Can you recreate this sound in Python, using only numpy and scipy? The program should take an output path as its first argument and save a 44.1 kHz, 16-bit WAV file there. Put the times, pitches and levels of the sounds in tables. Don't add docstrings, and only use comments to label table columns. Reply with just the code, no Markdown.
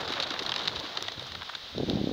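import sys
import numpy as np
from scipy import signal
from scipy.fft import rfft, irfft
from scipy.io import wavfile
from scipy.ndimage import uniform_filter1d

SR = 44100
rng = np.random.default_rng(int(sys.argv[2]) if len(sys.argv) > 2 else 0)


def master_out(mix):
    frames = np.transpose(np.atleast_2d(mix))
    ceiling = np.clip(frames, -1, 1)
    pcm = np.round(ceiling * 32767).astype(np.int16)
    wavfile.write(sys.argv[1], SR, pcm)


def magnitude_from_level(level_db):
    exponent = np.asarray(level_db, float) / 20
    return 10 ** exponent


N = 93888


def level(x, db):
    return x * magnitude_from_level(db) / np.sqrt(np.mean(x ** 2))


def curve(points):
    return np.interp(np.arange(N) / SR, *np.array(points).T)


def colour(x, points, size=2048):
    hz, db = np.array(points).T
    f = np.maximum(np.arange(size // 2 + 1) * SR / size, 1)
    log_gain = np.interp(np.log(f), np.log(hz), db) * np.log(10) / 20
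    cepstrum = irfft(log_gain)
    cepstrum[1:size // 2] *= 2
    cepstrum[size // 2 + 1:] = 0
    impulse = irfft(np.exp(rfft(cepstrum)))
    return signal.fftconvolve(x, impulse)[:len(x)]


def band(x, hz, q):
    return signal.lfilter(*signal.iirpeak(hz, q, fs=SR), x, axis=-1)


def lowpass(x, hz):
    return signal.sosfilt(signal.butter(2, hz, fs=SR, output="sos"), x)


def walk(rate):
    hold = int(SR / rate)
    steps = np.repeat(rng.standard_normal(N)[:N // hold + 1], hold)[:N]
    return 1.3 * uniform_filter1d(uniform_filter1d(steps, hold), hold)


def grains(per_s, scatter_db):
    hit = rng.random(N) < per_s / SR
    boost_db = scatter_db * np.minimum(rng.exponential(size=N), 3)
    return hit * rng.standard_normal(N) * magnitude_from_level(boost_db)


def unit_peak(x, hz):
    return x / np.abs(band(x, hz, 1.5)).max()


CRACK_MS, CRACK_TOP_HZ = .08, 8800
TAIL_DB, SLAP_SCATTER_DB, ECHO_MS, ECHO_DB = -17, 4, 9, -15
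THUMP_HZ, THUMP_RISE_MS = 1370, 0.99
SNAP_HZ, SNAP_SHARE = 9800, 0.93


def clap(ms, tail_ms, thump_db, snap_db, crack_db):
    slap_noise, slap_level, air, feathers = rng.standard_normal((4, len(ms)))

    def fade(share):
        return np.exp(-(ms / max(share * tail_ms, .3)) ** 2)

    slaps = slap_noise * magnitude_from_level(SLAP_SCATTER_DB * 5 * uniform_filter1d(slap_level, size=25))
    tail = slaps * (fade(0.63) + magnitude_from_level(ECHO_DB) * np.exp(-ms / ECHO_MS))
    crack = magnitude_from_level(crack_db) * np.exp(-ms / CRACK_MS) + magnitude_from_level(TAIL_DB) * tail
    crack = band(lowpass(crack, CRACK_TOP_HZ), 4900, .85)

    squeezed = air * (1 - np.exp(-ms / THUMP_RISE_MS)) * fade(1)
    thump = band(band(squeezed, THUMP_HZ, .9), THUMP_HZ, .9)
    snap = band(band(feathers * fade(SNAP_SHARE), SNAP_HZ, .9), SNAP_HZ * 1.2, .8)

    burst = unit_peak(crack, 3800)
    burst += magnitude_from_level(thump_db + 3) * unit_peak(thump, THUMP_HZ)
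    burst += magnitude_from_level(snap_db - 6) * unit_peak(snap, SNAP_HZ)
    return burst


CLAP_DB = 2
NEAR_CRACK_DB, LAST_CRACK_DB, FAR_CRACK_DB = -7, 0, -4
# start in seconds, peak in dB, tail in ms, air thump in dB, feather snap in dB.
NEAR_CLAPS = [(0.0054, -22.5, 18, -2, 11), (0.0304, -47, 3.9, -9, -1.5), (0.0772, -14.5, 5.4, -29, -2),
              (0.0844, -34, 5.4, -13, -5), (0.1218, -15.5, 7.4, -8, 9), (0.1361, -10.5, 5.8, -15, -15),
              (0.178, -25, 7.7, 4.5, -5), (0.189, -25, 3.4, -2, -8), (0.2, -12.5, 2.9, -2, 10),
              (0.205, -16, 10, -6, -10), (0.2252, -8.5, 3.3, -22, -6), (0.228, -13, 3.7, -26, -4),
              (0.2335, -12, 5.5, -11.5, -3), (0.2388, -18, 3, -26, -8), (0.286, -26, 9.5, -4, 0),
              (0.3035, -19, 2.5, -10, -3), (0.3058, -13, 7.1, -4.5, 1), (0.3164, -20, 6.5, -2.5, -9),
              (0.339, -17, 4, -4, 0), (0.3618, -28.5, 3.5, 9.5, -7), (0.3917, -12.5, 11, -10, 5),
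              (0.4223, -15, 4.4, -10, -3), (0.4314, -21, 4.2, -21, 14.5), (0.4504, -21, 5.7, -5.5, -5),
              (0.4631, -10.5, 5.6, -13.5, 4)]
LAST_CLAPS = [(.4935, -7, 2.3, -10.5, -12), (.519, -7, 6.2, -8, -20), (.5405, -7.5, 2.5, -16, -14),
              (.5619, -4, 4.6, -16.5, -14), (.598, -20, 4.6, -1, -15), (.608, -18, 4.6, -4, -15),
              (.616, -17, 6, -9, -15), (.654, -15, 23, -5.5, -15), (.676, -2.5, 0.55, -18, -19),
              (.6781, -16, 1.1, -19, -20), (.6798, -3, 1.1, -14, -22), (.6812, -3, 1.6, -26, -19),
              (.76, -11, 3.2, -18, -3), (.767, -19, 3.4, -1.5, -9), (.7995, -13, 3.4, -32, 9),
              (.9003, -26, 12, -7, -2), (.9726, -5.5, 5.8, -11, -17), (1.0067, -23, 5.9, -4, -6),
              (1.025, -11.5, 1.2, -11.5, 18.5), (1.0828, -8.5, 5.5, -19, -2), (1.0858, -16, 3.2, -17, -3)]
FAR_CLAPS = [(1.1196, -17.5, 8.7, -27, -3), (1.1951, -17.5, 4.4, -11, 7), (1.2662, -26, 6.8, -8, 12),
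             (1.3195, -16, 2.9, -7.5, 0), (1.3493, -21, 7.1, 0.5, 8.5), (1.411, -33, 2.6, 7, -6),
             (1.419, -29.5, 3.2, 9, -6), (1.43, -24.5, 2.7, -1, 13), (1.476, -31, 3, 2, -6),
             (1.4911, -26.5, 6.7, 3, 4), (1.495, -23.5, 6.5, 3.5, 5), (1.5339, -35, 9.2, 9.5, 1),
             (1.5505, -15.5, 5.5, -5.5, -1), (1.7805, -17, 2.5, -20, -4), (1.8985, -11.5, 1.26, -11.5, 10),
             (1.958, -22.5, 1.8, -15, -5), (2.0968, -28, 9.5, -22, -8)]


def claps(size=2048):
    out, ms = np.zeros(N + size), np.arange(size) / SR * 1000
    groups = [(NEAR_CLAPS, NEAR_CRACK_DB), (LAST_CLAPS, LAST_CRACK_DB), (FAR_CLAPS, FAR_CRACK_DB)]
    for table, crack_db in groups:
        for s, db, tail_ms, thump_db, snap_db in table:
            i = int(s * SR)
            out[i:i + size] -= clap(ms, tail_ms, thump_db, snap_db, crack_db) * magnitude_from_level(db + CLAP_DB) / 3
    return out[:N]


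STROKES_PER_S, STROKE_MS, STROKE_SCATTER_DB = 120, 8, 1
RUSTLES_PER_S, RUSTLE_SCATTER_DB = 3000, 1.5
WHOOSH_DB, RUSTLE_DB = -36.5, -41
# time in seconds, level in dB.
FLOCK = [
    (0, 4),
    (.3, 3),
    (.5, 0.5),
    (.7, 1),
    (.9, -1),
    (1.1, -4),
    (1.4, -10),
    (1.6, -14),
    (2.13, -16.5),
]
# frequency in Hz, level in dB.
WHOOSH = [(40, -42), (130, -9.5), (300, 0), (600, 3.5), (1400, 2), (2500, -3.5), (5000, -21.5),
          (12000, -15)]


def strokes():
    puff = signal.windows.hann(int(2 * STROKE_MS * SR / 1000))
    beats = np.abs(grains(STROKES_PER_S, STROKE_SCATTER_DB))
    return level(signal.fftconvolve(beats, puff, "same").clip(0) ** .5, 0)


def wingbeats():
    shared = strokes()
    air = colour(rng.standard_normal(N), WHOOSH)
    low, below_2k = lowpass(air, 700), lowpass(air, 2000)
    parts = (low, below_2k - low, air - below_2k)
    whoosh = sum(part * (0.67 + .5 * shared + strokes()) for part in parts)
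    rustle = band(grains(RUSTLES_PER_S, RUSTLE_SCATTER_DB), 4200, 1) * (shared + strokes())
    return (level(whoosh, WHOOSH_DB) + level(rustle, RUSTLE_DB)) * magnitude_from_level(curve(FLOCK))


# start in seconds, peak in dB, pitch in Hz, ring in ms down to -60 dB.
POPS = [(0.2011, -23, 3950, 13), (.2275, -21, 4350, 16), (.2405, -23, 3800, 14), (0.4652, -23, 4060, 14),
        (0.4936, -17.5, 3830, 11), (.5192, -19.5, 3180, 18), (.5235, -25, 2820, 16),
        (0.5404, -33, 3900, 10), (0.562, -32, 3900, 9), (0.974, -33, 3400, 9), (1.0832, -29, 3620, 9),
        (1.0857, -17.5, 1920, 13.5), (1.7803, -26.5, 4130, 9)]


def pops():
    out, t = np.zeros(N), np.arange(1024) / SR
    for s, db, hz, ring_ms in POPS:
        phase = 2 * np.pi * hz * t + .05 * np.cumsum(rng.standard_normal(len(t)))
        ring = magnitude_from_level(db - 60 * t * 1000 / ring_ms) * (1 - np.exp(-t / .0002))
        i = int(s * SR)
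        out[i:i + len(t)] -= ring * np.sin(phase)
    return out


def swells(table, rough):
    out, t = np.zeros(N), np.arange(N) / SR
    for s, db, hz, length_ms in table:
        u = t - s
        swell = magnitude_from_level(db) * np.exp(-(u * 2000 / length_ms) ** 2)
        out += swell * np.sin(2 * np.pi * hz * u + rough * walk(hz / 2))
    return out


# centre in
# seconds, peak in dB, pitch in Hz, length in ms.
DOWNSTROKES = [(.005, -35.5, 480, 18), (0.106, -23.5, 387, 3.7), (0.192, -31, 1198, 31),
               (0.201, -30, 554, 29), (0.313, -30, 297.5, 8.6), (0.421, -29, 382.5, 13),
               (.662, -28, 351.6, 3.1), (0.841, -35, 313, 11.5), (.93, -40, 669, 25),
               (1.181, -34, 244, 4.4), (1.223, -32, 435, 4.4), (.233, -28, 746, 8), (1.025, -33, 502, 5.9),
               (1.086, -34, 675, 8.7), (1.222, -36, 10000, 35), (1.421, -41, 1333, 11),
               (1.535, -41, 1220, 9.9)]


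def downstrokes():
    return swells(DOWNSTROKES, rough=1.2)


# centre in seconds, peak in dB, pitch in Hz, length in ms.
PUFFS = [(.094, -45.5, 93, 63), (.15, -51, 124, 46), (.24, -52, 90, 21), (.325, -55, 106, 33),
         (.44, -50, 111.2, 63), (.506, -48, 131.8, 30), (.62, -58, 88, 30), (.688, -44.5, 142.3, 48),
         (.78, -43, 110, 55), (.962, -52, 91.4, 27), (1.06, -49, 100.8, 91), (1.185, -41, 128.1, 34),
         (1.25, -48.5, 117.5, 94), (1.33, -46.5, 102, 94), (1.41, -46, 98, 43), (1.565, -59, 80.8, 31),
         (1.642, -55, 79.5, 23), (1.74, -43, 90.5, 40), (1.77, -39, 89.7, 46)]


def puffs():
    return swells(PUFFS, rough=1.9)


EDDIES_PER_S, EDDY_SCATTER_DB = 700, 2
GUST_FULL_DB, BREEZE_HZ = -40, 139
# time in seconds, level in dB.
GUST = [(0, -48.5), (.4, -54.5), (.8, -50), (.9, -70), (1.04, -62), (1.13, -73), (1.2, -57.5), (1.42, -50),
        (1.47, -78), (1.7, -80), (1.73, -48.5), (1.80, -28.5), (1.855, -41.5), (1.88, -27), (1.94, -28),
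        (1.99, -27.5), (2.03, -34), (2.13, -30)]
# frequency in Hz, level in dB.
BUFFET = [(30, -48), (70, -8.5), (190, 1.5), (300, -0.5), (470, -9.5), (760, -14.5), (1200, -30.5),
          (3000, -69)]
# centre in seconds, peak in dB, cycle in ms.
EDDIES = [(1.751, -27, 2.1), (1.782, -17.5, 2.2), (1.777, -25, 2.8), (1.795, -28.5, 2.8),
          (1.8015, -16.5, 1.96), (1.806, -18.5, 3.9), (1.828, -25, 2), (1.842, -21, 3.8), (1.834, -14, 2.5),
          (1.8917, -16, 3.1), (1.9125, -16, 2.1), (1.921, -23, 3), (1.934, -30, 2.7), (1.939, -29.5, 11.5),
          (1.958, -22, 4.4), (1.968, -25, 4.2), (1.9735, -22, 2.6), (1.98, -26, 3), (1.9942, -30, 1.7),
          (2.015, -13.5, 3.4), (2.043, -16.5, 3.5), (2.073, -18.5, 2.6), (2.092, -19.5, 2.7),
          (2.114, -17, 2.6)]


def wind():
    gust_db = curve(GUST)
    buffet = level(colour(grains(EDDIES_PER_S, EDDY_SCATTER_DB), BUFFET, size=4096), 0)
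    buffet = level(buffet / uniform_filter1d(buffet ** 2, size=1100) ** .38, 0)
    breeze = level(lowpass(buffet, BREEZE_HZ), 0)
    full = np.clip(1 + (gust_db - GUST_FULL_DB) / 6, 0, 1)
    out = (full * buffet + (1 - full) * breeze) * magnitude_from_level(gust_db)
    ms = np.arange(N) / SR * 1000
    for s, db, cycle_ms in EDDIES:
        u = (ms - s * 1000) / cycle_ms * 4
        out -= magnitude_from_level(db) * 1.65 * (u - .2 * u ** 3) * np.exp(-u ** 2 / 2)
    return out


LEAVES_DB, LEAF_FLICKER_DB = -42.5, 1.1
# frequency in Hz, level in dB.
LEAVES = [(40, -14), (100, -4.5), (250, -13), (600, -6), (1200, -2), (3000, -2), (6500, -4), (12000, -40)]


def leaves():
    hiss = level(colour(rng.standard_normal(N), LEAVES), LEAVES_DB)
    return hiss * magnitude_from_level(LEAF_FLICKER_DB * walk(13.9))


def scene():
    birds = claps() + wingbeats() + pops() + downstrokes()
    return (birds + puffs() + wind() + leaves())[None]


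def band_limit(x):
    return signal.sosfilt(signal.butter(12, 15770, fs=SR, output="sos"), x)


HISS_DB, TOP_HZ = -57, 15750
# frequency in Hz, gain in dB.
MIC = [(40, 0), (200, -1.5), (2500, -7), (3750, 5), (4900, -5), (6900, -17.5), (7900, -29), (13000, -32.5)]
# frequency in Hz, level in dB.
HISS = [(2000, 16), (8000, -1.5), (11000, -4), (13800, -11.5), (14700, 8.5), (15500, 2), (17000, 3)]


def record(dry):
    x = colour(dry[0], MIC) + level(colour(rng.standard_normal(N), HISS), HISS_DB)
    x = .6 * np.tanh(x / .6)
    x = signal.sosfilt(signal.ellip(10, .2, 70, TOP_HZ, fs=SR, output="sos"), x)
    return band_limit(x[None])


dry = scene()
out = record(dry)
master_out(out)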